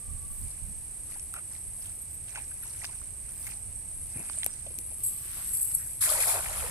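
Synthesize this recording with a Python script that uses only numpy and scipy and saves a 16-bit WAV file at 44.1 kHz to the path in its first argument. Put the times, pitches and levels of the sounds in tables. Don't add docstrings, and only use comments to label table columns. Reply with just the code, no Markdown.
import sys
import numpy as np
from scipy import signal
from scipy.fft import rfft, irfft, next_fast_len
from scipy.io import wavfile

SR = 44100
rng = np.random.default_rng(int(sys.argv[2]) if len(sys.argv) > 2 else 0)


def pcm_store(signal):
    levels = np.round(np.clip(np.atleast_2d(signal), -1, 1) * 32767)
    wavfile.write(sys.argv[1], SR, levels.astype(np.int16).T)


N = 295881
TIME = np.arange(N) / SR


# start in seconds, spray level in dB, level in dB of the air dragged under.
LANDINGS = [(6.005, -19, -42.5), (6.086, -22, -44.5), (6.14, -30, -57), (6.195, -21, -46),
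            (6.268, -21.5, -39.5), (6.55, -31.5, -53.5)]
# start in seconds, starting level in dB, starting pitch in Hz.
PLOPS = [(6.097, -27, 1200), (6.114, -27, 593), (6.138, -31.5, 608), (6.153, -29, 940), (6.188, -38, 532),
         (6.269, -30, 710), (6.291, -31, 890), (6.349, -29, 677), (6.368, -36, 626), (6.392, -34, 600),
         (6.492, -36, 790), (6.511, -36.5, 612), (6.641, -34.5, 481)]
SPRAY_SPECTRUM = [(3240, -16), (5500, -15), (6110, -20), (8320, -2.5), (9510, -5.5), (10800, 0),
                  (11400, -5), (14500, -22.5)]
PATTER_SPECTRUM = [(710, -25), (1200, -2.5), (1590, -4), (2440, -1.5), (2820, -8), (5910, -15), (7000, -5),
                   (9100, -38)]
BUBBLE_SPECTRUM = [(200, -38), (300, -18.5), (533, -6), (604, -2.5), (1170, -6), (1600, -10.5)]
SPRAY_RISE_S, SPRAY_T60_S = 0.013, 0.48
PATTER_BELOW_SPRAY_DB, PATTER_RISE_S, PATTER_T60_S = 12.5, 0.027, 0.68
FIZZ_DB, DRIZZLE_DB, GURGLE_DB = -35.5, -41.5, -46
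SETTLE_RISE_S, SETTLE_T60_S = 0.11, 13
BUBBLE_DELAY_S, BUBBLE_HALF_LENGTH_S = 0.095, 0.021

# start in seconds, level in dB, T60 in seconds.
JERKS = [(5.032, -25, 0.36), (5.06, -37.5, 0.26), (5.529, -31.5, 0.34), (5.612, -26.5, 0.12),
         (5.743, -22.5, 0.064)]
# middle in seconds, level in dB, half-length in seconds.
SWINGS = [(5.63, -35, 0.23)]
CHAIN_SPECTRUM = [(4500, -31), (5850, -44), (7020, -27), (7990, -4), (8350, -2), (9700, -22),
                  (10400, -11.5), (10800, -11), (11200, 0), (11500, -9.5), (12500, -17), (14500, -31)]
# start in seconds, starting level in dB, pitch in Hz.
CLINKS = [(2.015, -41, 11400), (2.625, -37, 11280)]
JERK_RISE_S, CLINK_T60_S = 0.0032, 0.11

# start in seconds, end in seconds, middle pitch in Hz, level in dB.
WHOOSHES = [(5.37, 5.44, 1208, -52.5), (5.79, 5.84, 1890, -51)]
# middle in seconds, level in dB, half-length in seconds.
RUSHES = [(5.38, -51.5, .12)]
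# middle in seconds, level in dB, half-length in seconds.
RASPS = [(4.385, -37.5, 0.084), (4.387, -27, 0.0012)]
MESH_SPECTRUM = [(2500, 1), (7000, -3), (13000, 14.5), (14500, 3)]
RASP_SPECTRUM = [(7400, -11), (8700, 5), (9700, -4), (12000, -32)]
RUSH_SPECTRUM = [(1100, 1.5), (2100, 1), (6500, -2)]
MESH_OPENS_S, MESH_DB, MESH_RISE_S, MESH_T60_S = 4.96, -42, 0.09, 2.0

# middle in seconds, level in dB, half-length in seconds.
SWEEPS = [(.5, -58, 0.082), (1.125, -52, 0.039), (1.55, -52, 0.026), (1.872, -51, 0.037),
          (2.295, -53, 0.018), (2.38, -51.5, 0.039), (2.794, -52, 0.17), (2.848, -39.5, 0.0071),
          (3.3, -58.5, 0.058), (3.48, -48, 0.053), (4.35, -52.5, 0.2), (5.587, -54.5, 0.36)]
# middle in seconds, level in dB, half-length in seconds.
SLOSHES = [(1.37, -51.5, 0.024), (2.375, -49, 0.028), (4.2, -52.5, 0.053)]
# start in seconds, peak in dB, resonance in Hz.
SQUELCHES = [(1.156, -44.5, 810), (1.338, -32.5, 1350), (1.36, -35.5, 1320), (1.383, -38.5, 1310),
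             (2.355, -31.5, 1520), (2.372, -36, 860), (2.512, -42.5, 1600), (2.63, -43.5, 1530),
             (2.654, -45, 990), (2.816, -35.5, 1970), (2.827, -42.5, 800), (2.888, -45, 945),
             (3.013, -45.5, 1230), (3.465, -34.5, 2040), (4.372, -44.5, 610), (4.425, -46, 800),
             (4.663, -38, 566), (4.704, -43, 400), (4.912, -44.5, 616)]
# start in seconds, peak in dB, resonance in Hz.
THUDS = [(.68, -42.5, 118), (4.152, -34.5, 118), (4.185, -41, 173), (4.778, -47.5, 246)]
# start in seconds, peak in dB, resonance in Hz.
DULL_CRACKS = [(1.196, -35, 5500), (2.358, -29, 1800), (2.844, -27, 1290), (2.849, -30, 2600),
               (3.52, -39, 2000), (4.297, -27, 890), (4.4325, -19, 2500), (4.4633, -25, 585),
               (4.787, -32, 5000)]
# start in seconds, peak in dB ahead of panning, left minus right in dB.
SNAPS = [(1.112, -28, 13), (1.339, -19, -4), (3.467, -26.5, 13), (4.4441, -12.5, 7), (4.4625, -8, 9),
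         (4.787, -20, 16)]
SNAP_SPECTRUM = [(600, -20), (2500, -5), (5000, -7.5), (8000, 5), (10300, 12), (14000, -1)]
SLOSH_SPECTRUM = [(200, -1.5), (480, -4.5), (750, 6), (1200, -9), (2600, 8.5)]
LEAF_SPECTRUM = [(550, -5.5), (2400, 5.5), (3300, -2.5), (6000, 3.0), (13500, -4.0)]
KNOCK_NOISE_SPECTRUM = [(450, -20), (900, -31), (2500, 23.0), (3500, 16.0), (7000, 9)]
SPLINTER_DB, SPLINTER_DECAY_S = -21, 0.0008
FLURRIES_PER_S = 45

# start in seconds, end in seconds, middle pitch in Hz, level in dB, glide in Hz.
THIN_TONES = [(0.288, .45, 13400, -52, -300), (1.785, 1.88, 12900, -56.5, 2900),
              (1.906, 2.074, 12900, -57, -1900), (2.094, 2.176, 13200, -55, -1400),
              (3.297, 3.517, 13500, -51, 200)]
# start in seconds, end in seconds, middle pitch in Hz, level in dB.
CROWS = [(0, .45, 1156, -63), (3.38, 3.65, 820, -65.5), (4.92, 5.32, 1168, -65.5)]
# start in seconds, end in seconds, middle pitch in Hz, level in dB.
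BUZZES = [(.25, .55, 10940, -48), (1.0, 1.3, 10970, -47), (1.55, 2.02, 10870, -48.5),
          (2.42, 2.8, 10770, -46.5), (3.25, 3.55, 10940, -49.5), (3.92, 4.29, 10920, -45),
          (4.68, 5.03, 10900, -45)]
NEAR_CHORUS_SPECTRUM = [(7000, -47), (7600, -23.5), (8000, 1), (8430, 4.5), (8900, 3.5), (9600, -3.5),
                        (10500, -51)]
HIGH_CHORUS_SPECTRUM = [(9500, -15.5), (10300, 3.5), (10780, 0), (11200, -1), (11800, -11.5), (13000, -74)]
TRILLER_SPECTRUM = [(7900, -12.5), (8400, 2.5), (8900, -15)]
CRICKET_SPECTRUM = [(8700, -17), (9130, -8), (9650, -22)]

# middle in seconds, level in dB, half-length in seconds.
GUSTS = [(.13, -36, 0.044), (.28, -41, 0.046), (.44, -41.5, 0.031), (.7, -43.5, 0.059), (3.7, -54.5, 0.34),
         (6.6, -45.5, 0.19)]
BUFFET_SPECTRUM = [(20, 7.5), (80, 2), (140, -9), (280, -21.5)]
RUMBLE_SPECTRUM = [(20, -0.5), (55, 2), (105, 1.5), (145, -6.5), (190, -13.5), (400, -20)]
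AIR_SPECTRUM = [(150, -13.5), (350, -18), (700, -18), (1400, -25.5), (2400, -21.5), (3300, -28.5),
                (6500, -23.5), (14000, -26)]
BREEZE_DB, AIR_DB = -55, -56.5
RUMBLE_START_DB, RUMBLE_GROWS_DB_PER_S = -52.5, 0.28

# frequency in Hz, left minus right in dB.
PORT_BALANCE = [(2000, 0), (5000, -0.5), (7000, -1.5), (8400, -8), (9500, -0.5), (10900, 11.5),
                (12200, 10.5), (14000, 3)]
PORT_LAG_SAMPLES, CUTOFF_HZ = 6, 14400


def splash():
    settling = surge(LANDINGS[0][0], 0, SETTLE_RISE_S, SETTLE_T60_S)
    spray_gain = from_db(FIZZ_DB) * settling
    patter_gain = from_db(DRIZZLE_DB) * settling
    for s, spray_db, _ in LANDINGS:
        spray_surge = surge(s, spray_db, SPRAY_RISE_S, SPRAY_T60_S)
        patter_surge = surge(s, spray_db - PATTER_BELOW_SPRAY_DB, PATTER_RISE_S, PATTER_T60_S)
        spray_gain = np.hypot(spray_gain, spray_surge)
        patter_gain = np.hypot(patter_gain, patter_surge)
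    pinch_offs = [(s + BUBBLE_DELAY_S, air_db, BUBBLE_HALF_LENGTH_S) for s, _, air_db in LANDINGS]
    bubble_gain = from_db(GURGLE_DB) * settling + swells(pinch_offs)
    spray = grains(SPRAY_SPECTRUM, per_s=12000, cycles=3.5, size_db=-4.5, scatter=5, count=12)
    patter = grains(PATTER_SPECTRUM, per_s=3200, cycles=22, size_db=2.2, scatter=6, count=28, flurry_db=4.5)
    bubbles = grains(BUBBLE_SPECTRUM, per_s=2400, cycles=23, size_db=2, scatter=1.6, count=30)
    return spray_gain * spray + patter_gain * patter + bubble_gain * bubbles + plops()


def plops():
    out, t = np.zeros((2, N)), TIME[:SR // 8]
    for s, level_db, hz in PLOPS:
        tone = np.sin(2 * np.pi * hz * (t + t * t)) * (1 - np.exp(-t / .001))
        decay = from_db(level_db - 60 * t * hz / 38)
        add(out, s, tone * decay)
    return from_bank(out)


def chain():
    jerks = sum(surge(s, level_db, JERK_RISE_S, t60_s) for s, level_db, t60_s in JERKS)
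    links = grains(CHAIN_SPECTRUM, per_s=16000, cycles=140, size_db=2.5, scatter=4, count=64)
    return (swells(SWINGS) + jerks) * links + clinks()


def clinks():
    out, t = np.zeros((2, N)), TIME[:SR // 8]
    for s, level_db, hz in CLINKS:
        add(out, s, np.sin(2 * np.pi * hz * t) * from_db(level_db - 60 * t / CLINK_T60_S))
    return out


def net():
    mesh_gain = surge(MESH_OPENS_S, MESH_DB, MESH_RISE_S, MESH_T60_S)
    mesh = mesh_gain * coloured(stereo_noise(alike=0), MESH_SPECTRUM)
    rasp = swells(RASPS) * coloured(stereo_noise(alike=0), RASP_SPECTRUM)
    rush = swells(RUSHES) * coloured(stereo_noise(alike=0), RUSH_SPECTRUM)
    whoosh = calls(WHOOSHES, width_hz=1100, glide_hz=650, arch_hz=0)
    return mesh + rasp + whoosh + rush


def wading():
    leaves = grains(LEAF_SPECTRUM, per_s=2400, cycles=16, size_db=2.3, scatter=5, count=30, flurry_db=4.5)
    water = grains(SLOSH_SPECTRUM, per_s=1200, cycles=6.6, size_db=1.5, scatter=1.9, count=14)
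    mud = knocks(SQUELCHES, t60_s=0.055, sharpness=3.5, noise_db=-6)
    soil = knocks(THUDS, t60_s=0.13, sharpness=0.98, noise_db=-39)
    cracks = knocks(DULL_CRACKS, t60_s=0.008, sharpness=1.0, noise_db=-4)
    return swells(SWEEPS) * leaves + swells(SLOSHES) * water + mud + soil + cracks + snaps()


def knocks(rows, t60_s, sharpness, noise_db):
    out, t = np.zeros((2, N)), TIME[:SR // 3]
    envelope = (1 - np.exp(-30 * t / t60_s)) * from_db(-60 * t / t60_s)
    for s, level_db, hz in rows:
        burst = rng.standard_normal(len(t))
        width_hz = hz / sharpness
        body = rms_one(resonate(resonate(burst, hz, width_hz), hz, width_hz))
        broad_noise = from_db(noise_db) * coloured(burst, KNOCK_NOISE_SPECTRUM)
        add(out, s, from_db(level_db) * peak_one((body + broad_noise) * envelope))
    return from_bank(out)


def snaps():
    out, t = np.zeros((2, N)), TIME[:256] - .001
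    click = np.arange(len(t)) == np.argmin(np.abs(t))
    decay = (t > 0) * np.exp(-np.abs(t) / SPLINTER_DECAY_S)
    for s, level_db, pan_db in SNAPS:
        splinters = from_db(SPLINTER_DB) * rng.standard_normal((2, len(t))) * decay
        crack = peak_one(coloured(click + splinters, SNAP_SPECTRUM))
        add(out, s, from_db(level_db) * crack * panned(pan_db))
    return out


def insects():
    near = from_db(-43.5) * coloured(stereo_noise(alike=0), NEAR_CHORUS_SPECTRUM)
    trill = strokes(rate_hz=31.9, depth=1, wander=.03)
    triller = from_db(-47.0) * trill * coloured(stereo_noise(alike=0), TRILLER_SPECTRUM)
    waver = from_db(1.3 * drift(4) + 1.5 * drift(45))
    high = from_db(-51.0) * waver * coloured(stereo_noise(alike=0), HIGH_CHORUS_SPECTRUM)
    presence = np.interp(TIME, [.5, 2.6, 4.3, 4.6], [0.41, .4, 0.93, 0.31])
    pulses = strokes(rate_hz=8.3, depth=1.0, wander=0.069) * presence
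    cricket = from_db(-45.0) * pulses * coloured(stereo_noise(alike=0), CRICKET_SPECTRUM)
    buzz = strokes(rate_hz=96.6, depth=.8, wander=.02)
    bush_cricket = buzz * calls(BUZZES, width_hz=430, glide_hz=57.4, arch_hz=0)
    return near + triller + high + cricket + bush_cricket


def thin_tones():
    return sum(calls([tone], width_hz=650, glide_hz=glide, arch_hz=150) for *tone, glide in THIN_TONES)


def rooster():
    return calls(CROWS, width_hz=95, glide_hz=-66.5, arch_hz=0)


def outdoors():
    gust_gain = (from_db(BREEZE_DB) + swells(GUSTS)) * from_db(2.4 * drift(19))
    wind = gust_gain * coloured(stereo_noise(alike=0.22), BUFFET_SPECTRUM) * panned(pan_db=-5.5)
    rumble_gain = from_db(RUMBLE_START_DB + RUMBLE_GROWS_DB_PER_S * TIME)
    rumble = rumble_gain * coloured(stereo_noise(alike=0.99), RUMBLE_SPECTRUM)
    hush = from_db(AIR_DB) * coloured(stereo_noise(alike=0.26), AIR_SPECTRUM)
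    return wind + rumble + hush


def calls(rows, width_hz, glide_hz, arch_hz):
    out = np.zeros((2, N))
    for start, end, hz, level_db in rows:
        along = np.linspace(0, 1, int((end - start) * SR))
        size = len(along)
        arch = np.abs(np.sin(np.pi * along))
        pitch_hz = hz + glide_hz * (along - .5) + arch_hz * (arch - .5)
        tone = np.exp(2j * np.pi * np.cumsum(pitch_hz) / SR)
        rough = np.array([drift(width_hz, size) + 1j * drift(width_hz, size) for port in range(2)])
        gain = from_db(level_db + 1.9 * drift(18.7, size)) * arch ** .25
        add(out, start, gain * np.real(rough * tone))
    return out


def grains(spectrum, per_s, cycles, size_db, scatter, count=24, flurry_db=0):
    at = np.flatnonzero(rng.random(N) < per_s / SR)
    draw = rng.random((len(at), 5))
    sign = np.sign(draw[:, 1] - .5)
    size = from_db(size_db * np.minimum(-np.log(1 - draw[:, 0]), 4)) * sign
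    lag = np.round(PORT_LAG_SAMPLES + scatter * (2 * draw[:, 2] - 1)).astype(int)
    sides = size * panned(scatter * 2 * (2 * draw[:, 3] - 1))
    pitch_index = (draw[:, 4] * count).astype(int)
    out = np.zeros((2, N))
    for k, hz in enumerate(np.geomspace(spectrum[0][0], spectrum[-1][0], count)):
        mine = pitch_index == k
        flurry = from_db(flurry_db * drift(FLURRIES_PER_S)[at[mine]]) if flurry_db else 1
        impacts = sides[:, mine] * flurry
        clicks = np.zeros((2, N))
        clicks[0, (at[mine] + lag[mine]) % N] = impacts[0]
        clicks[1, at[mine]] = impacts[1]
        out += rms_one(resonate(clicks, hz, 2 * hz / cycles)) * np.sqrt(hz)
    return coloured(out, spectrum)


def swells(rows):
    return sum(from_db(level_db) * np.exp(-.5 * ((TIME - s) / half_s) ** 2) for s, level_db, half_s in rows)


def surge(s, level_db, rise_s, t60_s):
    age = np.maximum(TIME - s, 0)
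    return from_db(level_db - 60 * age / t60_s) * (1 - np.exp(-age / rise_s))


def strokes(rate_hz, depth, wander):
    cycles = np.cumsum(rate_hz * (1 + wander * drift(10))) / SR
    return rms_one(1 + np.clip(depth, 0, 1) * np.sin(2 * np.pi * cycles))


def drift(per_s, size=N):
    knots = rng.standard_normal(2000)
    return np.interp(TIME[:size] * per_s, np.arange(len(knots)), knots)


def stereo_noise(alike):
    mid, side = rng.standard_normal((2, N))
    alike = np.clip(alike, -1, 1)
    return np.sqrt(1 + alike) * mid + np.sqrt(1 - alike) * side * [[1], [-1]]


def coloured(x, spectrum):
    size = next_fast_len(x.shape[-1])
    hz = np.maximum(np.fft.rfftfreq(size, 1 / SR), 1)
    octaves_out = np.abs(np.log2(hz / np.clip(hz, spectrum[0][0], spectrum[-1][0])))
    gain = from_db(at_hz(spectrum, hz) - 88 * octaves_out)
    return rms_one(irfft(rfft(x, size) * gain, size)[..., :x.shape[-1]])


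def resonate(x, hz, width_hz):
    r = np.exp(-np.pi * width_hz / SR)
    zeros = [(1 - r * r) / 2, 0, (r * r - 1) / 2]
    poles = [1, -2 * r * np.cos(2 * np.pi * hz / SR), r * r]
    return signal.lfilter(zeros, poles, x + 1e-18)


def from_bank(x):
    return np.array([np.roll(x[0], PORT_LAG_SAMPLES), x[1]])


def panned(pan_db):
    return from_db(np.array([[.5], [-.5]]) * pan_db)


def add(out, s, sound):
    start = int(s * SR)
    out[:, start:start + sound.shape[-1]] += sound[..., :N - start]


def at_hz(points, hz):
    points_hz, points_db = np.array(points).T
    return np.interp(np.log(hz), np.log(points_hz), points_db)


def from_db(db):
    return 10 ** (np.asarray(db) / 20)


def rms_one(x):
    return x / np.sqrt(np.mean(x ** 2) + 1e-20)


def peak_one(x):
    return x / np.abs(x).max()


def scene():
    fishing = splash() + chain() + net() + wading()
    return fishing + insects() + thin_tones() + rooster() + outdoors()


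def record(dry):
    hz = np.maximum(np.fft.rfftfreq(N, 1 / SR), 1)
    ports = irfft(rfft(dry) * panned(at_hz(PORT_BALANCE, hz)), N)
    top_cut = signal.ellip(12, .2, 80, CUTOFF_HZ, fs=SR, output="sos")
    return signal.sosfilt(top_cut, ports)


dry = scene()
out = record(dry)
pcm_store(out)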